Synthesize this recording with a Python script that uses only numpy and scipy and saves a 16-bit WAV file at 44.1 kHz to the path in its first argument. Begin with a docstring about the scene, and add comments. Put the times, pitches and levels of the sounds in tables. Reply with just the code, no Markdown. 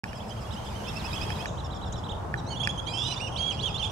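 """Whistling ducks at a pond

Ducks twitter in quick runs, then give louder drawn-out whistles from the right: gliding harmonic tones
filtered by the throat. A small bird chips, and the far bank throws the calls back over distant traffic.
A camera's zoom hisses for the first second and a half, and its body clicks in the hand."""
import sys
import numpy as np
from scipy import signal
from scipy.io import wavfile
from scipy.ndimage import uniform_filter1d

SR = 44100
rng = np.random.default_rng(int(sys.argv[2]) if len(sys.argv) > 2 else 0)


def put_to_file(sound):
    """Save the sound as 16-bit audio at rate SR, in the file named by the first command-line argument."""
    columns = np.atleast_2d(sound).T  # one column per channel
    safe = np.clip(columns, -1, 1)
    whole_steps = np.round(safe * 32767)
    wavfile.write(sys.argv[1], SR, whole_steps.astype(np.int16))


N = 172431
T = np.arange(N) / SR

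# Noise spectra: frequency_hz, gain_db
TRAFFIC_SPECTRUM = [(15, -46), (25, -19.5), (64, -1.5), (123, -2.5), (275, -16), (480, -16.5), (867, -12.5),
                    (1500, -25.3), (1950, -36.5), (3300, -120)]
AIR_SPECTRUM = [(800, 10), (2000, 0.5), (4000, -5.5), (8000, -10), (15000, -23)]
ZOOM_SPECTRUM = [(600, 2), (1700, 6), (5500, -2), (9000, -8.5), (11500, -8.5), (15000, -19)]
# Level contours: time_s, level_db
TRAFFIC_CONTOUR = [(0.05, -38.5), (1.29, -33.5), (3.9, -35)]
ZOOM_CONTOUR = [(.15, -54.5), (1.15, -43.5), (1.45, -46), (1.5, -105)]
FLOCK_CONTOUR = [(0, -57), (1.2, -47.5), (1.6, -58), (2.2, -68), (2.8, -56), (3.0, -46)]
# Left-right likeness of the traffic: frequency_hz, coherence
TRAFFIC_COHERENCE = [(30, 0.66), (120, 0.99), (400, 0.5), (1200, 0.15), (3000, 0.11)]
# Distant engine tones: pitch_hz, level_db
ENGINE_HUMS = [(124, -48.5), (480, -60.5)]
# Reverberation of the bank: frequency_hz, t60_s
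BANK_DECAY = [(1500, 0.12), (3300, 0.5), (7000, 0.7)]
# Camera clicks: start_s, level_db, brightness_db
BODY_CLICKS = [(.04, -29, 7), (0.131, -37.5, 9), (1.303, -29.5, 7.5), (1.4569, -27, 4.5), (2.3404, -20, -9),
               (2.673, -20, 8)]
# Camera body resonances: frequency_hz, gain_db, t60_s
BODY_MODES = [(1464, -3, 0.021), (1755, 6.5, .018), (2440, -0.5, 0.013), (5010, -1.5, 0.0055)]
# Small bird's chips: start_s, decay_s, level_db
BIRD_CHIPS = [(1.455, .07, -49.5), (1.919, .007, -40)]
# Duck's source harmonics, fundamental first: gain_db
SOURCE_HARMONICS = [-1, -1.5, -4, -9]
# Throat response: frequency_hz, gain_db
THROAT_RESPONSE = [(1700, -16), (2300, -7), (3300, 2), (4300, -3.5), (5300, -3), (6600, -10.5),
                   (10000, -17), (15000, -52)]
# Direction of the ducks: frequency_hz, left_minus_right_db
DUCK_BALANCE = [(2000, -12), (3300, -15), (4300, -8), (6500, -9.5)]
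# Note shapes: length_s, vertex_fraction, sag_fraction, overtones_db, tilt_db_per_harmonic
TWIT = (.037, .65, .12, -3.5, -5)  # bright and hooked
PEEP = (.034, .85, .11, -6, 0)  # rising to a level top
ARCH = (.045, .5, .35, -7, 0)  # flicking up and down
SLUR = (.04, .05, .13, 11, 3)  # falling, strong in overtones
SWEEP = (.048, 1.5, .5, -14, -3)  # rising steeply into a long whistle
# Runs of each shape: top_pitch_hz, level_db, [start_s, ...]
TWIT_RUNS = [(2880, -50, [.072]), (2690, -37, [.866, .954]), (2620, -34, [1.04, 1.125, 1.208]),
             (2570, -38.5, [1.292, 1.383])]
PEEP_RUNS = [(3170, -45.5, [.3, .56, .745, .84]), (3330, -42, [1.305, 1.402]), (3480, -39, [2.556]),
             (3420, -32, [2.594, 2.627, 2.685]), (3330, -34.5, [2.774, 2.863]), (4100, -42, [2.886]),
             (3480, -33, [2.969]), (3620, -36, [3.058, 3.157, 3.646]), (3600, -31, [3.74, 3.822])]
ARCH_RUNS = [(3500, -50, [.193, .655]), (3950, -47, [.501, 1.103, 1.345, 1.455]),
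             (4020, -46, [1.572, 1.7, 1.809, 1.922, 2.032]), (3720, -46, [.874, 1.213]),
             (3760, -41, [2.085]), (3420, -40, [1.149]), (3720, -52, [2.129]), (2880, -38, [2.628, 3.106]),
             (3400, -34.5, [3.839])]
SLUR_RUNS = [(2630, -60, [.152, .276, .399, .522, .645]), (1840, -61, [1.636, 1.742, 1.853, 1.961]),
             (2000, -58.5, [2.369])]
SWEEP_RUNS = [(4800, -36, [3.353, 3.588]), (4680, -38, [3.755])]
# Drawn-out whistles: overtones_db, [(time_s, pitch_hz, level_db), ...]
LONG_WHISTLES = [ (-12, [(.988, 4550, -45), (1.028, 2850, -46)]), (10, [(2.458, 1834, -65),
                 (2.488, 2130, -53), (2.51, 2230, -47.5), (2.54, 2190, -52)]), (-13, [(2.5, 3180, -43.5),
                 (2.56, 2870, -36)]), (-1, [(2.866, 1800, -47), (2.887, 2430, -38), (2.922, 2420, -41),
                 (2.938, 2660, -41), (3.0, 2730, -43), (3.08, 3000, -39), (3.13, 2950, -36),
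                 (3.153, 2244, -40)]), (10, [(2.94, 2460, -55), (3.05, 2550, -52), (3.13, 2530, -52)]),
                 (-14, [(2.933, 3080, -30), (2.97, 3150, -35), (3.03, 3514, -31.5), (3.075, 3960, -35.5),
                 (3.135, 4030, -37)]), (-6, [(3.197, 2256, -33), (3.214, 2770, -36), (3.24, 2900, -34.5),
                 (3.27, 2820, -37), (3.291, 2360, -35)]), (-10, [(3.362, 2750, -47), (3.396, 3230, -31),
                 (3.492, 3320, -32.5), (3.511, 3170, -29), (3.537, 2300, -37)]), (-9, [(3.624, 3350, -32),
                 (3.657, 3330, -30), (3.68, 3010, -31.5), (3.702, 2400, -39)]), (-11, [(3.791, 3260, -28.5),
                 (3.82, 3004, -33.5), (3.836, 2470, -32)])]

BAND_LIMIT_HZ = 15850


def amp(db):
    """Amplitude ratio of a level in decibels."""
    return 10 ** (np.asarray(db) / 20)


def unit_rms(x):
    """Normalisation to unit power."""
    return x / np.sqrt(np.mean(x ** 2) + 1e-20)


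def at_frequency(table, hz):
    """Interpolation on a logarithmic frequency axis."""
    frequencies, values = np.transpose(table)
    return np.interp(np.log(hz + 1), np.log(frequencies), values)


def add(mix, start_s, sound):
    """Superposition of a delayed sound on the mix."""
    part = mix[..., max(round(start_s * SR), 0):][..., :sound.shape[-1]]
    part += sound[..., :part.shape[-1]]


def smooth(x, seconds):
    """Low-pass filtering by a running mean."""
    return uniform_filter1d(x, max(int(seconds * SR), 1))


def waver(seconds, size=N):
    """Random modulation: low-passed noise of unit power."""
    return unit_rms(smooth(smooth(rng.standard_normal(size), seconds), seconds))


def noise(spectrum, patch_db, coherence):
    """Partially coherent stereo noise whose spectrum fluctuates in patches."""
    hz = np.fft.rfftfreq(4096, 1 / SR)
    a, b, c, d, patches = rng.standard_normal((5, N // 1024 + 5, len(hz)))
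    patches = unit_rms(uniform_filter1d(uniform_filter1d(patches, 4, axis=0), 16, axis=1))
    shared = np.clip(coherence(hz), -.99, .99)
    left = a + 1j * b
    right = shared * left + np.sqrt(1 - shared ** 2) * (c + 1j * d)
    frames = np.array([left, right]) * spectrum(hz) * amp(patch_db * patches)
    return unit_rms(signal.istft(frames.swapaxes(1, 2), nperseg=4096, noverlap=3072)[1][:, :N])


def noise_band(centre_hz, width_hz, coherence):
    """Narrow-band noise with a Gaussian spectrum."""
    return noise(lambda hz: np.exp(-.5 * ((hz - centre_hz) / width_hz) ** 2), 0, lambda hz: coherence)


def air():
    """Broadband hiss, nearly incoherent between left and right."""
    return amp(-49.7) * noise(lambda hz: amp(at_frequency(AIR_SPECTRUM, hz)), .7, lambda hz: .1)


def traffic():
    """Distant traffic: low-frequency noise with faint, frequency-modulated engine tones."""
    road = noise(lambda hz: amp(at_frequency(TRAFFIC_SPECTRUM, hz)), 1.5,
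                 lambda hz: at_frequency(TRAFFIC_COHERENCE, hz))
    hum = sum(amp(db) * np.sqrt(2) * np.sin(2 * np.pi * np.cumsum(hz + 4 * waver(.0726)) / SR)
              for hz, db in ENGINE_HUMS)
    return road * amp(np.interp(T, *np.transpose(TRAFFIC_CONTOUR))) + hum


def bank_reverb(sound):
    """Scattering from reeds and trees: each band decays exponentially at its own rate."""
    returns = rng.standard_normal((2, SR)) * (rng.random((2, SR)) < .05) * np.minimum(T[:SR] / .004, 1)
    hz, t, bands = signal.stft(returns, SR, nperseg=256)
    decay = amp(-60 * t / at_frequency(BANK_DECAY, hz)[:, None])
    tail = signal.istft(bands * decay, SR, nperseg=256)[1]
    tail /= np.linalg.norm(tail[0])
    return signal.fftconvolve(sound[1:], tail, axes=1)[:, :N] * amp([[-4], [0]])


def zoom_drive(stop_s=1.45):
    """Machine noise: the lens drive gives broadband hiss and narrow-band hum until it stops."""
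    hiss = noise(lambda hz: amp(at_frequency(ZOOM_SPECTRUM, hz)), 1, lambda hz: 0)
    hiss *= amp(np.interp(T, *np.transpose(ZOOM_CONTOUR))) * amp([[-3], [1]])
    hum = noise_band(centre_hz=207.4, width_hz=20, coherence=1)
    return hiss + hum * amp(-45) * smooth(1. * (T < stop_s), .018)


def camera_clicks(rise_s=.00072, snap_decay_s=.0027):
    """Impulse excitation: a noisy snap, and the damped modes of the plastic body ring."""
    out, t = np.zeros((2, N)), T[:SR // 20]
    lead_turns = np.array([[.29], [0]])  # the left channel leads in phase
    for start_s, db, brightness_db in BODY_CLICKS:
        ring = 0
        for k, (hz, mode_db, t60_s) in enumerate(BODY_MODES):
            envelope = amp(mode_db + brightness_db * (k > 1) - 60 * t / t60_s)
            ring += envelope * np.sin(2 * np.pi * (hz * t + k / 2 + lead_turns))
        snap = uniform_filter1d(rng.standard_normal((2, len(t))), 3)
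        snap *= amp(-9.5 + brightness_db) * np.exp(-t / snap_decay_s)
        add(out, start_s, amp(db) * (ring + snap) * np.minimum(t / rise_s, 1))
    return out * amp([[-4.5], [0]])


def small_bird(rise_s=.008):
    """Thin, rough chips: a high noise band, amplitude-modulated by decaying pulses."""
    envelope = 0
    for start_s, decay_s, db in BIRD_CHIPS:
        rise = np.clip((T - start_s) / rise_s, 0, 1) ** 2
        envelope += amp(db) * rise * np.exp(-np.maximum(T - start_s - rise_s, 0) / decay_s)
    return envelope * noise_band(centre_hz=6570, width_hz=770, coherence=.5)


def whistle(pitch_hz, level_db, overtones_db, tilt_db=0):
    """Source and filter: wavering harmonics, each higher one raspier, are shaped by the throat."""
    attack_s, release_s, glide_s = .007, .008, .007
    jitter, shimmer_db, waver_s = .0057, 2, .0055
    rasp_db, rasp_s = -23, .0005
    size = len(pitch_hz)
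    t, out = T[:size], 0
    fundamental_hz = smooth(pitch_hz, glide_s) * (1 + jitter * waver(waver_s, size))
    for k, source_db in enumerate(SOURCE_HARMONICS, 1):
        hz = k * fundamental_hz
        phase = 2 * np.pi * np.cumsum(hz) / SR
        # breathy noise sidebands
        rasp = waver(rasp_s, size) * np.cos(phase) + waver(rasp_s, size) * np.sin(phase)
        tone = np.sin(phase) + k * amp(rasp_db) * rasp
        timbre_db = source_db + (overtones_db + tilt_db * (k - 2)) * (k > 1)
        flicker_db = shimmer_db * np.sqrt(k) * waver(waver_s, size)
        gain = amp(timbre_db + at_frequency(THROAT_RESPONSE, hz) + flicker_db) * (hz < BAND_LIMIT_HZ)
        balance = np.array([amp(at_frequency(DUCK_BALANCE, hz)), np.ones(size)])
        out += tone * gain * balance
    envelope = np.minimum(t / attack_s, 1) * np.minimum((t[-1] - t) / release_s, 1)
    return 2 * out * envelope * amp(level_db)


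def note(shape, top_hz, level_db):
    """Frequency modulation: a short whistle whose pitch follows part of a parabola."""
    length_s, vertex, sag, overtones_db, tilt_db = shape
    offset = np.linspace(0, 1, int(length_s * SR)) - vertex
    glide = 1 - sag * offset ** 2 / np.max(offset ** 2)
    return whistle(top_hz * glide / glide.max(), level_db, overtones_db, tilt_db)


def far_flock(count=120, top_range_hz=(2400, 3700), overtones_db=-4):
    """Independent sources: ducks farther off twitter at random times and pitches."""
    out, shapes = np.zeros((2, N)), [TWIT, ARCH, SLUR]
    for i, (when, height, pick) in enumerate(rng.random((count, 3))):
        start_s = (i + when) / count * T[-1]
        *glide, _, tilt_db = shapes[int(pick * len(shapes))]
        top_hz = np.interp(height, [0, 1], top_range_hz)
        level_db = np.interp(start_s, *np.transpose(FLOCK_CONTOUR))
        add(out, start_s, note((*glide, overtones_db, tilt_db), top_hz, level_db))
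    return out


def near_ducks():
    """Superposed calls: runs of short notes, and long whistles on pitch and level contours."""
    out = np.zeros((2, N))
    for shape, runs in [(TWIT, TWIT_RUNS), (PEEP, PEEP_RUNS), (ARCH, ARCH_RUNS),
                        (SLUR, SLUR_RUNS), (SWEEP, SWEEP_RUNS)]:
        for top_hz, db, starts in runs:
            for start_s in starts:
                add(out, start_s, note(shape, top_hz, db))
    for overtones_db, contour in LONG_WHISTLES:
        times, hz, db = np.transpose(contour)
        t = np.arange(times[0], times[-1], 1 / SR)
        add(out, times[0], whistle(np.interp(t, times, hz), np.interp(t, times, db), overtones_db))
    return out


def scene():
    """Direct and reflected sound add; the far flock has the largest reverberant share."""
    birds, flock, clicks = near_ducks() + small_bird(), far_flock(), camera_clicks()
    out = np.zeros((2, N))
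    for direct, reverb_db in [(birds, -10.5), (clicks, -12.5), (flock, -4)]:
        out += direct + amp(reverb_db) * bank_reverb(direct)
    add(out, .062, amp(-19) * birds)  # one distinct echo
    return out + zoom_drive() + traffic() + air()


def record(dry, silence_s=.035):
    """A gate opens after a moment of silence; a low-pass filter limits the bandwidth."""
    gate = np.clip((T - silence_s) / .00079, 0, 1)
    low_pass = signal.firwin(511, BAND_LIMIT_HZ, window=("kaiser", 9), fs=SR)
    return signal.oaconvolve(dry * gate, low_pass[None], "same")


dry = scene()
out = record(dry)
put_to_file(out)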